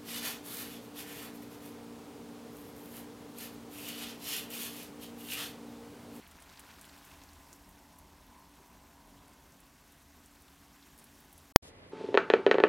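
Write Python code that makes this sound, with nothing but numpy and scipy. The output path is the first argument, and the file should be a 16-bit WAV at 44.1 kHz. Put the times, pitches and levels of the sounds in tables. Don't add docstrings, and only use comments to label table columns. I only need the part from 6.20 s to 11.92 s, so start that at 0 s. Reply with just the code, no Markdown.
import sys
import numpy as np
from scipy import signal
from scipy.fft import rfft, irfft, next_fast_len
from scipy.io import wavfile

SR = 44100
rng = np.random.default_rng(int(sys.argv[2]) if len(sys.argv) > 2 else 0)


def wrap_up_sound(samples):
    columns = np.atleast_2d(samples).T
    tamed = np.clip(columns, -1, 1)
    steps = np.round(tamed * 32767).astype(np.int16)
    wavfile.write(sys.argv[1], SR, steps)


N = 252242

# frequency in Hz, relative level in dB per Hz.
TOWN_SPECTRUM = [(21, -41), (36, 0), (80, 0.5), (107, -12.5), (128, -7), (183, -8), (203, -12.5), (280, -3),
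                 (312, -12), (387, -8), (411, -11.5), (444, -14), (969, -12), (1400, -22), (1820, -47),
                 (3080, -120)]
# time in seconds, level in dB.
TOWN_LEVELS = [(0.0, -62), (3.15, -61.5), (3.45, -64.5), (4.49, -63), (5.31, -63.5)]
# pitch in Hz, wavers per second, level in dB against the rumble.
TOWN_TONES = [(78.6, 3, -10.5), (139.7, 7.6, -14.5), (182, 8.7, -11), (229, 7.3, -12), (284, 6.2, -9),
              (1117, 5.7, -21)]
# time in seconds, base level in dB, lift of the top overtones in dB.
ENGINE_LEVELS = [(0.0, -74, -4), (0.9, -71.5, -3.5), (1.55, -74.5, -3.5), (1.74, -68.5, -2),
                 (1.82, -74, -2), (2.06, -76, -1), (2.17, -71.5, 3.5), (2.26, -73.5, 0), (2.75, -72.5, -2),
                 (3.22, -74, -2), (3.4, -81.5, -6), (5.31, -78, -4.5)]
# frequency in Hz, gain in dB.
EXHAUST_COLOUR = [(590, -9), (680, -3), (760, -9.5), (820, -1.5), (950, 1.5), (1040, 3), (1085, -11),
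                  (1130, -8)]

# frequency in Hz, relative level in dB per Hz.
MURMUR_MID_SPECTRUM = [(18, -38), (30, -10), (63, -3), (146, -8.5), (528, -9.5), (744, -15.5),
                       (1410, -23.5), (1510, -24), (2030, -21), (3790, -33.5), (5000, -38), (6500, -71),
                       (11000, -120)]
MURMUR_SIDE_SPECTRUM = [(18, -69), (30, -34), (210, 0), (250, -5), (575, -2), (654, -4), (1950, -6),
                        (5000, -14), (6500, -43), (11000, -120)]
RUSTLE_SPECTRUM = [(1760, -29), (3000, -4), (3250, -5), (3850, -4), (4560, -6), (7550, -8), (10200, -7),
                   (12800, -15), (16600, -50), (22000, -120)]
# start in seconds, snap level in dB, pitch in Hz.
SIDE_TICKS = [(5.553, -57, 3790), (5.675, -52, 9500), (5.697, -45, 10010)]
# frequency in Hz, level in dB before clipping.
CLICK_PARTIALS = [(1250, -9.5), (1900, -13.5), (3100, -11), (4800, -6.5), (6900, -9.5), (8450, -14.5),
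                  (11500, -9.5), (14000, -8.5)]

# frequency in Hz, relative level in dB per Hz.
JET_SPECTRUM = [(650, -24), (1100, -3), (1360, -9.5), (1470, -3.5), (1820, -6.5), (2180, -6.5), (2360, -10),
                (2610, -7.5), (2820, -9), (4940, -12), (5580, -9.5), (10300, -15), (12400, -12),
                (15100, -15.5), (16000, -22)]
# time in seconds, level in dB.
JET_LEVELS = [(0.0, -64.5), (0.49, -62), (0.83, -61.5), (1.27, -62.5), (1.68, -65.5), (3.15, -65.5),
              (4.49, -64), (5.31, -63.5)]
# time in seconds, level in dB.
PATTER_LEVELS = [(0.0, -64.5), (0.49, -61), (0.99, -65.5), (1.27, -73.5), (1.48, -79), (1.68, -71.5),
                 (3.15, -71), (3.45, -75), (4.49, -71.5), (5.31, -75)]
# start in seconds, snap level in dB, pitch in Hz.
NEAR_DROPS = [(0.0757, -39.5, 15100), (0.1131, -42, 9300), (0.2024, -41, 9540), (0.223, -38.5, 9640),
              (0.3953, -32, 9900), (0.613, -33.5, 8550), (0.6524, -40, 8650), (0.7791, -43, 13900),
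              (0.851, -41, 12900), (1.037, -40.5, 6160), (1.133, -44, 7310), (1.3295, -34, 6920),
              (1.3603, -44, 12400), (1.4915, -42, 12600), (1.787, -37, 12600), (2.1959, -47, 12780),
              (3.1348, -47, 8200), (3.3218, -48, 6380), (3.4036, -41.5, 10900), (3.722, -44, 11800),
              (4.0602, -41.5, 8750), (4.222, -44, 9920), (4.7784, -41, 11500), (4.788, -38, 10960),
              (4.7964, -41.5, 8740), (4.8419, -38, 11500), (5.004, -41, 13100), (5.1287, -37, 12900),
              (5.1793, -38.5, 9870)]
# start in seconds, peak in dB, centre frequency in Hz.
LEAF_TAPS = [(0.0662, -49, 2550), (0.3354, -53, 2990), (0.3727, -47, 3940), (0.5012, -50, 2840),
             (0.643, -47, 3010), (0.694, -48, 4020), (0.7776, -52, 2960), (0.9132, -50, 2690),
             (0.9376, -48.5, 2793), (1.0151, -51, 3150), (1.0883, -51, 4060), (4.2812, -51.5, 3470),
             (4.6259, -48, 3800)]

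BACKYARD_ENDS_S, CLICK_S, FRONT_STARTS_S = 5.324, 5.3603, 5.419
DROP_SAMPLES = 1500


def from_db(db):
    return 10 ** (np.asarray(db) / 20)


def unit_rms(x):
    return x / np.sqrt(np.mean(x ** 2) + 1e-20)


def curves(rows):
    seconds, *columns = np.transpose(rows)
    return [np.interp(np.arange(N) / SR, seconds, column) for column in columns]


def drift(rate_hz):
    pole = np.exp(-2 * np.pi * rate_hz * 40 / SR)
    slow = signal.lfilter([1], [1, -2 * pole, pole ** 2], rng.standard_normal(N // 40 + 2002))[2000:]
    return np.interp(np.arange(N) / 40, np.arange(len(slow)), unit_rms(slow))


def resonate(x, hz, width_hz):
    r, w = np.exp(-np.pi * width_hz / SR), 2 * np.pi * hz / SR
    return signal.lfilter(np.array([1, 0, -1]) * (1 - r * r) / 2, [1, -2 * r * np.cos(w), r * r], x + 1e-18)


def ring(impacts, hz, cycles):
    r, w = from_db(-60 * hz / (cycles * SR)), 2 * np.pi * hz / SR
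    return signal.lfilter([0, np.sin(w)], [1, -2 * r * np.cos(w), r * r], impacts + 1e-18)


def coloured_noise(spectrum, flicker_db, patchy_db=0.0):
    hz, level_db = np.transpose(spectrum)
    size = next_fast_len(N)
    bin_hz = np.maximum(np.arange(size // 2 + 1) * SR / size, 1)
    shape = from_db(np.interp(np.log(bin_hz), np.log(hz), level_db, left=-90, right=-90))
    noise = rfft(rng.standard_normal(size)) * shape
    patch = (bin_hz // 1400).astype(int) % (5 if patchy_db else 1)
    parts = [irfft(noise * (patch == k), size)[:N] * from_db(patchy_db * drift(35))
             for k in range(patch.max() + 1)]
    return unit_rms(sum(parts) * from_db(flicker_db * drift(16.6)))


def shower(per_s, low_hz, high_hz, cycles, spread_db):
    sizes = from_db(spread_db * np.minimum(rng.exponential(1, N), 5)) * rng.choice([-1, 1], N)
    impacts = sizes * (rng.random(N) < per_s / SR)
    pitches, choice = np.geomspace(low_hz, high_hz, num=16), rng.integers(0, 16, N)
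    return unit_rms(sum(ring(impacts * (choice == k), hz, cycles) for k, hz in enumerate(pitches)))


def drop_ticks(rows, cycles, splash_ms, splash_db=-18):
    out, t = np.zeros(N), np.arange(DROP_SAMPLES) / SR
    bright_noise = np.diff(rng.standard_normal((len(rows), len(t) + 1)), axis=1)
    for (start_s, snap_db, hz), noise in zip(rows, bright_noise):
        snap = np.sin(2 * np.pi * hz * t) * from_db(-60 * t * hz / cycles)
        splash = unit_rms(resonate(noise, .85 * hz, 5000)) * np.exp(-1000 * t / splash_ms)
        at = round(start_s * SR)
        out[at:at + len(t)] += from_db(snap_db) * (snap + from_db(splash_db) * splash)[:N - at]
    return out


def town_rumble(level_db):
    return from_db(level_db) * coloured_noise(TOWN_SPECTRUM, flicker_db=1.5)


def town_hum(rumble_db):
    phase_per_hz = 2 * np.pi * np.arange(N) / SR
    tones = sum(from_db(db + 2.9 * drift(rate)) * np.sin(hz * phase_per_hz + 1.35 * drift(rate))
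                for hz, rate, db in TOWN_TONES)
    return from_db(rumble_db) * np.sqrt(2) * tones


def far_engine(firing_hz=45.1, gust_db=1.1):
    level_db, lift_db = curves(ENGINE_LEVELS)
    firing_phase = 2 * np.pi * firing_hz * np.arange(N) / SR
    hz, exhaust_db = np.transpose(EXHAUST_COLOUR)
    drone = 0
    for order in range(13, 26):
        lift_share = np.clip((order - 18) / 4, -.5, 1)
        colour_db = np.interp(order * firing_hz, hz, exhaust_db) + lift_share * lift_db
        gain = from_db(colour_db + 3.2 * drift(3.5))
        drone += gain * np.sin(order * firing_phase + 1.47 * drift(4.5) + 2 * np.pi * rng.random())
    return from_db(level_db + gust_db * drift(10)) * drone


def front_yard(top_hz=13100):
    rustle_db, = curves([(5.403, -77.5), (5.43, -65), (5.485, -65), (5.512, -77.5)])
    mid = from_db(-55) * coloured_noise(MURMUR_MID_SPECTRUM, flicker_db=1.0)
    mid += from_db(rustle_db) * coloured_noise(RUSTLE_SPECTRUM, flicker_db=1.0)
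    mid += from_db(-75) * unit_rms(resonate(rng.standard_normal(N), hz=2030, width_hz=60))
    side = from_db(-61) * coloured_noise(MURMUR_SIDE_SPECTRUM, flicker_db=1.5)
    side += from_db(rustle_db + 8) * coloured_noise(RUSTLE_SPECTRUM, flicker_db=1.0)
    side += drop_ticks(SIDE_TICKS, cycles=12.0, splash_ms=3.0)
    lowpass = signal.ellip(8, .5, 40, top_hz, fs=SR, output="sos")
    return signal.sosfilt(lowpass, np.array([mid + side, mid - side]))


def full_scale_click(pinned_ms=.745, buzz_ms=.616, edge_ms=.041, rail=1.03):
    ms = 1000 * (np.arange(N) / SR - CLICK_S)
    release_ms = ms - pinned_ms
    pinned = np.clip(ms / edge_ms + 0.17, 0, 1) * np.clip(.25 - release_ms / edge_ms, 0, 1)
    buzz = sum(from_db(db) * np.sin(2 * np.pi * hz * release_ms / 1000) for hz, db in CLICK_PARTIALS)
    buzz_on = np.clip(release_ms / 0.097, 0, 1) * np.clip((buzz_ms - release_ms) * SR / 1000, 0, 1)
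    return np.clip(buzz, -.85, 1) * buzz_on - rail * pinned


def leaf_taps(decay_ms=5.0, q=1.66):
    out, t = np.zeros(N), np.arange(DROP_SAMPLES) / SR
    for start_s, peak_db, hz in LEAF_TAPS:
        slap = rng.standard_normal(len(t)) * np.exp(-1000 * t / decay_ms)
        puff = resonate(resonate(slap, hz, hz / q), hz, hz / q)
        at = round(start_s * SR)
        out[at:at + len(t)] += from_db(peak_db) * puff / np.abs(puff).max()
    return out


def sprinkler():
    (jet_db,), (patter_db,) = curves(JET_LEVELS), curves(PATTER_LEVELS)
    hiss = from_db(jet_db) * coloured_noise(JET_SPECTRUM, flicker_db=0.5, patchy_db=1.5)
    fizz = from_db(jet_db - 10) * shower(2000, 3900, 15000, cycles=5.7, spread_db=3.5)
    spatter = from_db(patter_db - 7) * shower(500, 3900, 14000, cycles=6.8, spread_db=3.5)
    crackle = from_db(jet_db - 14) * shower(60, 8000, 15500, cycles=16.0, spread_db=3.0)
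    drops_per_s = 1500 * from_db(2.2 * drift(14))
    patter = from_db(patter_db) * shower(drops_per_s, 1285, 4950, cycles=9.4, spread_db=2.5)
    return hiss + fizz + spatter + crackle + patter


def scene():
    t = np.arange(N) / SR
    town_db, = curves(TOWN_LEVELS)
    backyard = sprinkler() + town_rumble(town_db)
    backyard += drop_ticks(NEAR_DROPS, cycles=13.0, splash_ms=7.4) + leaf_taps()
    backyard += far_engine() + town_hum(town_db)
    backyard_on = np.clip((BACKYARD_ENDS_S - t) / .0015, 0, 1)
    front_on = np.clip((t - FRONT_STARTS_S) / .009, 0, 1) ** 2
    return backyard * backyard_on + full_scale_click() + front_yard() * front_on


def record(dry, cutoff_hz=16050):
    return signal.sosfiltfilt(signal.ellip(8, .2, 30, cutoff_hz, fs=SR, output="sos"), dry)


dry = scene()
out = record(dry)
wrap_up_sound(out)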